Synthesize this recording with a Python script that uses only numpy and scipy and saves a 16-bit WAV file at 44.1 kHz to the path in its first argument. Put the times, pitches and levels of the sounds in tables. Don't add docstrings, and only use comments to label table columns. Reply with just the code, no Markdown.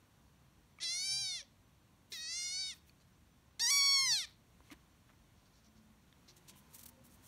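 import sys
import numpy as np
from scipy import signal
from scipy.fft import rfft, irfft
from scipy.io import wavfile
from scipy.ndimage import uniform_filter1d, minimum_filter1d

SR = 44100
rng = np.random.default_rng(int(sys.argv[2]) if len(sys.argv) > 2 else 0)


def pcm_store(signal):
    levels = np.round(np.clip(np.atleast_2d(signal), -1, 1) * 32767)
    wavfile.write(sys.argv[1], SR, levels.astype(np.int16).T)


def voltage_ratio(decibels):
    exponent = np.asarray(decibels, float) / 20
    return 10 ** exponent


N = 320607

# time in seconds, effort in dB, pitch in Hz, mouth opening 0-1, brightness in dB.
FIRST_MEW = [
    (0.8, -53, 641, 0, -29),
    (0.832, -37.5, 694, 0.35, -6.5),
    (0.874, -37, 665.7, 0.45, -6.5),
    (1.063, -37.5, 773.4, 1, -1.5),
    (1.127, -34.5, 773.3, 0.77, -6.5),
    (1.2, -37, 801, 0.71, -5.5),
    (1.358, -40, 699, 0.15, -6),
    (1.386, -46, 650, 0, -5.5),
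    (1.423, -49.5, 537, 0.01, -10),
]
SECOND_MEW = [
    (2.119, -43, 719, 0.38, -8),
    (2.176, -46, 629, 0.19, -13),
    (2.251, -42.5, 630.3, 0.76, -9.5),
    (2.361, -39, 699, 1, -5.5),
    (2.46, -36.5, 718, 1, -7),
    (2.5, -39, 718, 0.99, -5.5),
    (2.608, -38, 765, 0.78, -12),
    (2.701, -42, 733, 0.0063, -5),
    (2.746, -55.5, 588, 0, -5),
]
THIRD_MEW = [
    (3.594, -37, 890, 0.26, -10),
    (3.625, -30.5, 1016, 0.88, -10),
    (3.659, -30, 1005, 1, -10),
    (3.704, -28.5, 1134, 1, -8),
    (3.954, -28, 1106, 0.774, -12.5),
    (4.049, -32, 1060, 0.94, -10.5),
    (4.125, -28.5, 902, 0.59, -12.5),
    (4.211, -38.5, 706, 0.26, -7),
    (4.259, -47.5, 551, 0.087, -10),
]
# middle in seconds, length in seconds, half-pitch lines in dB, rasp in dB.
VOICE_BREAKS = [(0.815, 0.028, -4, 0), (0.836, .026, 3, -7), (0.856, 0.054, -35, -24),
                (1.05, .03, -31, -31), (1.168, 0.35, -47.5, -22.5), (1.182, 0.024, -27, -21),
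                (1.257, 0.032, -34, -30), (1.397, .03, -13, -19), (2.129, 0.019, 13, -5),
                (2.332, 0.043, -38, -16.5), (2.43, 0.039, -32, -16.5), (2.615, .06, -30, -17),
                (2.675, 0.047, -23, -18), (2.745, 0.044, -25, -12), (3.593, 0.026, 4, -2),
                (3.667, 0.011, -17, -16), (3.703, 0.01, -10, -2), (3.742, 0.034, -38, -18),
                (3.862, .3, -23.5, -41), (4.121, 0.049, -25, -28.5), (4.259, 0.027, -5, -8)]
# fundamental in dB, second harmonic in dB, nasal notch in Hz,
# top resonance in Hz, cheek notch in Hz, shrill peak in dB.
REGISTERS = [
    (8.5, -3.5, 2904, 9620, 8240, -10),
    (-2, -4, 3110, 8500, 7900, -5),
    (12, 4, 2820, 8530, 8790, 9),
]
QUIVER_CRESTS = [1.06, 2.376, 3.778]
RASP_DB = [-29, -30.5, -25]
LOW_RESONANCE_DB = [-9, -8, -9]
WIDTHS_HZ = [495, 650, 807, 1500]
# frequency in Hz, level in dB.
VOICE_TONE = [(400, -12), (700, -4), (1100, -8), (1600, -9), (2800, -4.5), (4500, -1), (7600, -8),
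              (11000, -8), (13000, -14.5), (16000, -13.5)]
# frequency in Hz, level in dB.
BREATH_TONE = [(1000, -26), (3200, -24), (4300, -4), (5100, -8), (6000, 2), (9000, 8), (15000, 6)]
# start in seconds, peak in dB, ring in Hz, T60 in seconds.
TICKS = [(0.571, -63, 942, 0.011), (0.787, -48.5, 2240, 0.027), (1.428, -46.5, 5770, 0.014),
         (2.75, -61, 5860, 0.015), (2.895, -53, 4450, 0.017), (3.002, -63, 4600, 0.017),
         (4.605, -51, 970, 0.0097), (4.703, -48.5, 2130, 0.026), (4.74, -55, 1810, 0.011),
         (5.101, -58, 1205, 0.016), (5.135, -63, 2060, 0.016), (6.127, -48.5, 3480, 0.0054),
         (6.171, -61, 893, 0.014), (6.23, -64, 980, 0.026), (6.623, -61, 1030, 0.013),
         (6.994, -58, 904, 0.014)]
# start in seconds, rms in dB, length in seconds, centre in Hz,
# width in octaves.
PUFFS = [(2.094, -59.5, 0.17, 14000, 2), (2.728, -68.5, 0.084, 6000, 1.8), (2.858, -72, 0.071, 9140, 1.5),
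         (3.003, -73.5, 0.039, 4500, 0.66), (4.237, -66.5, 0.13, 4120, 0.12),
         (4.622, -74, 0.17, 2950, 1.26), (4.709, -55, 0.039, 1500, 1.53), (5.076, -72.5, 0.06, 1500, 0.58),
         (6.499, -73.5, 0.14, 2880, 0.27)]
# start in seconds, rms in dB, length in seconds.
FUR = [(5.341, -81.5, .18), (5.439, -77, 0.092), (5.518, -74.5, 0.13), (5.63, -73, 0.084),
       (5.743, -76, 0.084), (6.274, -60.5, 0.059)]
# start in seconds, rms in dB, length in seconds, centre in Hz.
CLAWS = [(6.36, -64.5, 0.039, 6900), (6.474, -57, 0.054, 5540), (6.55, -66, 0.078, 11000),
         (6.689, -69, 0.17, 7960), (6.731, -56.5, 0.058, 10040), (6.777, -57.5, 0.062, 9000),
         (6.828, -54.5, 0.023, 9200), (6.855, -52, 0.026, 10220), (6.881, -57, 0.025, 11000),
         (7.033, -66, 0.068, 10000), (7.089, -70.5, 0.091, 8000), (7.13, -69, 0.05, 11000),
         (7.218, -65.5, 0.12, 8800)]
# start in seconds, length in
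# seconds, from Hz, to Hz, rms in dB.
DRONES = [(0, 7.27, 70, 63, -79), (.2, 0.49, 138, 125, -74), (.81, 0.077, 340, 385, -70),
          (1.05, 0.24, 140, 120, -62), (2.11, 0.043, 480, 270, -66), (3.55, .2, 200, 235, -74),
          (3.95, 0.25, 130, 142, -63), (4.71, 0.034, 235, 364, -57), (5.5, 0.58, 222, 213, -70),
          (5.6, .2, 660, 720, -85), (6.15, 0.48, 355, 361, -78), (6.3, 0.45, 150, 230, -73),
          (6.4, 0.46, 996, 1042, -78), (6.4, 0.75, 880, 930, -83), (6.55, 0.75, 230, 250, -72),
          (6.7, 0.56, 530, 530, -82), (6.96, 0.07, 510, 540, -67), (1.405, .04, 600, 530, -74),
          (3.59, .03, 430, 400, -66)]
# frequency in Hz, density in dB per Hz.
HUSH_TONE = [(18, -44.5), (30, -15), (53, -2), (137, -5), (203, -8), (318, -13.5), (392, -20), (816, -22),
             (1060, -20), (1310, -26), (1420, -23.5), (1700, -26), (4860, -30), (5830, -29.5), (15800, -39)]
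# time in seconds, lift over the hush in dB.
HUSH_SWELL = [(0, 0), (2.0, -1), (2.8, 0), (3.5, -1), (4.3, -1), (4.65, 1), (5.4, 0), (6.0, 0), (6.55, 3),
              (6.85, 3.5), (7.0, 1), (7.27, 5)]
# frequency in Hz, T60 in seconds.
ROOM_DECAY = [(300, 0.17), (2000, 0.35), (5000, 0.315), (12000, 0.083)]
# frequency in Hz, width in Hz, level in dB.
SHADOWS = [(4997, 360, -8), (7530, 1940, -2.5), (10400, 470, -6)]
# frequency in Hz, threshold in dB.
MASKING = [(2300, -29), (3300, -30), (3900, -38), (5000, -30), (5800, -38), (11800, -34), (13000, -16)]
WIDE_MOMENTS = [.378, .745, .93, 1.66, 1.82, 2.467, 2.7, 3.14, 3.325, 3.51, 4.116, 4.93, 5.69]

# (Hz, Hz)
LOW, MIDDLE, UPPER = (1902, 122), (3396, 1540), (5430, 620)
LOW_PER_SOFT_DB, UPPER_DB = 0.7, -1
FLIP_S, PITCH_BEFORE_FLIP = 3.703, 0.925
QUIVER_HZ, QUIVER_SHARE = 13, 0.0045
GUST_DB, SHIMMER_DB = 2.5, 1.6
THIN_DB_PER_OCTAVE = (16, 9)
FUR_HZ, FUR_OCTAVES, CLAW_OCTAVES = 4920, 0.29, 0.81
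HUSH_DB, ROOM_DB = -66.5, -21
RUMBLE_DB, RUMBLE_SHARE = -2, 0.57
EDGE_HZ = 15760
WIDE_HZ = (6300, 12500)


def evened(x):
    return x / np.sqrt(np.mean(x ** 2) + 1e-20)


def smoothed(x, width):
    return uniform_filter1d(uniform_filter1d(x, width, axis=0), width, axis=0)


def wander(count, width):
    return evened(smoothed(rng.standard_normal(count), width))


def read(points, hz):
    f, value = np.transpose(points)
    return np.interp(np.log(hz + 1), np.log(f + 1), value)


def shaped_noise(gain, size, count):
    a, b = rng.standard_normal(gain.T.shape + (2,)).T
    return signal.istft(gain * (a + 1j * b), nperseg=size, noverlap=size * 3 // 4)[1][:count]


def mew(rows, crest, rasp_db, low_db, first_db, second_db, *shape):
    s, effort_db, pitch = np.transpose(rows)[:3]
    t = np.arange(s[0], s[-1], 1 / SR)
    before_flip = (t < FLIP_S) & (s[-1] > FLIP_S)
    hz = uniform_filter1d(np.interp(t, s, pitch), 700)
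    hz = uniform_filter1d(hz * np.where(before_flip, PITCH_BEFORE_FLIP, 1), 300)

    tremor = wander(len(t), 500)
    gusts = wander(len(t), 350)
    rasp = voltage_ratio(rasp_db + GUST_DB * gusts) + voice_breaks(t, 3)
    jitter = wander(len(t), 30)
    quiver = QUIVER_SHARE * np.cos(2 * np.pi * QUIVER_HZ * (t - crest))
    turns = np.cumsum(hz * (1 + 0.00211 * tremor + quiver)) / SR
    turns = turns + (0.0011 + 0.023 * rasp) * jitter

    order = np.arange(1, 61)[:, None] / 2
    coarse_t, coarse_hz = t[::32], hz[::32]
    partial_hz = order * coarse_hz
    lines = throat(partial_hz, rows, coarse_t, low_db, *shape) * (partial_hz < 16000)
    lines[::2] *= voice_breaks(coarse_t, 2)
    lines[[1, 3]] *= voltage_ratio(np.array([[first_db], [second_db]]))
    lines[1] *= voltage_ratio(0.6 * np.interp(coarse_t, s, effort_db - effort_db.max()))
    lines[[1, 3]] *= voltage_ratio(np.outer(THIN_DB_PER_OCTAVE, np.log2(coarse_hz / hz.max())))
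    drift = evened(smoothed(rng.standard_normal(lines.T.shape), 60).T)
    lines *= voltage_ratio(SHIMMER_DB * drift * np.minimum(order / 6, 1.6))
    lines /= np.sqrt((abs(lines) ** 2).sum(0) / 2)
    lines = np.repeat(lines, 32, axis=1)[:, :len(t)]
    voiced = -(lines * np.exp(2j * np.pi * order * turns)).real.sum(0)

    frames = s[0] + np.arange(len(t) // 64 + 5) * 64 / SR
    bins = np.fft.rfftfreq(256, 1 / SR)[:, None]
    colour = abs(throat(bins, rows, frames, low_db, *shape)) * voltage_ratio(read(BREATH_TONE, bins))
    air = evened(shaped_noise(colour / np.linalg.norm(colour, axis=0), size=256, count=len(t)))
    pulses = 1 + 0.3 * np.cos(2 * np.pi * turns)

    edges = np.clip(np.minimum((t - s[0]) / 0.003, (s[-1] - t) / 0.0087), 0, 1)
    sound = (voiced + rasp * pulses * air) / np.sqrt(1 + rasp ** 2)
    return voltage_ratio(np.interp(t, s, effort_db)) * edges * sound


def voice_breaks(t, column):
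    total = 0
    for row in VOICE_BREAKS:
        middle, length = row[:2]
        total = total + voltage_ratio(row[column]) * np.cos(np.pi * np.clip((t - middle) / length, -.5, .5)) ** 2
    return total


def throat(hz, rows, t, low_db, nose_hz, top_hz, cheek_hz, shrill_db):
    times = np.transpose(rows)[0]
    _, effort_db, _, mouth, bright_db = (np.interp(t, times, c) for c in np.transpose(rows))
    low, middle, upper = (shut + rise * mouth for shut, rise in (LOW, MIDDLE, UPPER))
    low_db = low_db + LOW_PER_SOFT_DB * (np.max(rows, axis=0)[1] - effort_db)
    source = voltage_ratio(read(VOICE_TONE, hz) + shrill_db / (1 + ((hz - 12600) / 2400) ** 4))
    source = source * notch(hz, nose_hz, width_hz=520, left=0.2)
    source = source * notch(hz, cheek_hz, width_hz=580, left=0.36)
    centres = (low, middle, upper, top_hz)
    levels_db = (low_db, 0 * t, UPPER_DB, bright_db)
    response = 0
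    for k, (f, db, width) in enumerate(zip(centres, levels_db, WIDTHS_HZ)):
        response = response + (-1) ** k * voltage_ratio(db) / (1 + 2j * (hz - f) / width)
    return source * response


def notch(hz, centre_hz, width_hz, left):
    return 1 - (1 - left) / (1 + 2j * (hz - centre_hz) / width_hz)


def tick(db, hz, t60):
    t = np.arange(round(0.05 * SR)) / SR
    ring = np.sin(2 * np.pi * hz * t) + 0.59 * np.sin(2 * np.pi * 0.558 * hz * t)
    snap = 0.33 * uniform_filter1d(rng.standard_normal(len(t)), size=3)
    attack = 1 - np.exp(-t / 0.00011)
    return voltage_ratio(db - 60 * t / max(t60, 0.003)) * (ring + snap) * attack


def rub(db, length, centre_hz, octaves):
    count = round(length * SR)
    grains = rng.standard_normal(8192) * voltage_ratio(2.2 * rng.exponential(1, 8192))
    hz = np.fft.rfftfreq(8192, 1 / SR) + 1
    hump = np.exp(-0.5 * (np.log2(hz / centre_hz) / octaves) ** 2)
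    body = 0.29 * np.exp(-0.5 * (np.log2(hz / 1800) / 1.7) ** 2)
    lumps = voltage_ratio(2.1 * evened(uniform_filter1d(rng.standard_normal(8192), 90)))
    texture = irfft(rfft(grains) * (hump + body)) * lumps
    swell = np.sin(np.pi * np.linspace(0, 1, count) ** 0.64) ** 2
    return voltage_ratio(db + 3.0) * evened(texture[:count]) * swell


def room(x):
    taps = np.zeros(SR // 2)
    at = np.arange(200, SR // 2 - 20, 20)
    taps[at + rng.integers(0, 20, len(at))] = rng.choice([-1., 1.], len(at))
    hz, t, z = signal.stft(taps, SR, nperseg=256)
    decay = voltage_ratio(-60 * t / read(ROOM_DECAY, hz)[:, None])
    tail = signal.istft(z * decay, SR, nperseg=256)[1]
    return signal.fftconvolve(x, tail / np.linalg.norm(tail))[:N]


def drone(length, from_hz, to_hz, db):
    count = round(length * SR)
    waver = wander(N, 900)[:count]
    turns = np.cumsum(np.linspace(from_hz, to_hz, count)) / SR
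    tone = np.sqrt(2) * np.sin(2 * np.pi * turns)
    return voltage_ratio(db + 3.0 * waver) * tone * signal.windows.tukey(count, 0.7)


def hush():
    hz = np.fft.rfftfreq(4096, 1 / SR)[:, None]
    t = np.arange(N // 1024 + 5) * 1024 / SR
    swell_db = np.interp(t, *np.transpose(HUSH_SWELL))
    high = 1 / (1 + (400 / (hz + 1)) ** 2)
    patches = uniform_filter1d(rng.standard_normal((len(t), len(hz))), size=3, axis=0)
    patches = evened(uniform_filter1d(patches, size=16, axis=1)).T
    still = voltage_ratio(read(HUSH_TONE, hz)) / (1 + (34 / (hz + 1)) ** 6)
    rumble_db = RUMBLE_DB + RUMBLE_SHARE * swell_db
    lift = voltage_ratio((1 - high) * rumble_db + high * swell_db + 0.616 * patches)
    return voltage_ratio(HUSH_DB) * evened(shaped_noise(still * lift, size=4096, count=N))


def add(mix, s, sound):
    part = mix[round(s * SR):][:len(sound)]
    part += sound[:len(part)]


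def scene():
    near, far = np.zeros(N), hush()
    mews = (FIRST_MEW, SECOND_MEW, THIRD_MEW)
    for rows, crest, rasp_db, low_db, register in zip(mews, QUIVER_CRESTS, RASP_DB, LOW_RESONANCE_DB, REGISTERS):
        add(near, rows[0][0], mew(rows, crest, rasp_db, low_db, *register))
    for s, *snap in TICKS:
        add(near, s, tick(*snap))
    for s, *puff in PUFFS:
        add(near, s, rub(*puff))
    for s, db, length in FUR:
        add(near, s, rub(db, length, FUR_HZ, FUR_OCTAVES))
    for s, *scrape in CLAWS:
        add(near, s, rub(*scrape, CLAW_OCTAVES))
    for s, *tone in DRONES:
        add(far, s, drone(*tone))
    mono = near + voltage_ratio(ROOM_DB) * room(near) + far
    return np.array([mono, mono])


def roll_off(x):
    return signal.sosfilt(signal.butter(12, 16220, fs=SR, output="sos"), x)


def record(dry):
    hz, t, z = signal.stft(dry, SR, nperseg=1024)
    shade_db = sum(db / (1 + (2 * (hz - f) / w) ** 2) for f, w, db in SHADOWS)
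    z = z * (voltage_ratio(shade_db) * (hz < EDGE_HZ))[:, None]
    nearby = -minimum_filter1d(-abs(z), size=25, axis=1)
    audible = abs(z) > voltage_ratio(read(MASKING, hz))[:, None] * nearby
    z = z * (audible | (hz < 2300)[:, None])
    for s in WIDE_MOMENTS:
        band = np.ix_([0, 1], (hz > WIDE_HZ[0]) & (hz < WIDE_HZ[1]), abs(t - s) < 0.014)
        level = np.sqrt(uniform_filter1d(abs(z[band]) ** 2, size=24, axis=1))
        z[band] = 1.45 * level * np.exp(2j * np.pi * rng.random(level.shape))
    mix = signal.istft(z, SR, nperseg=1024)[1][:, :N]
    return roll_off(mix)


dry = scene()
out = record(dry)
pcm_store(out)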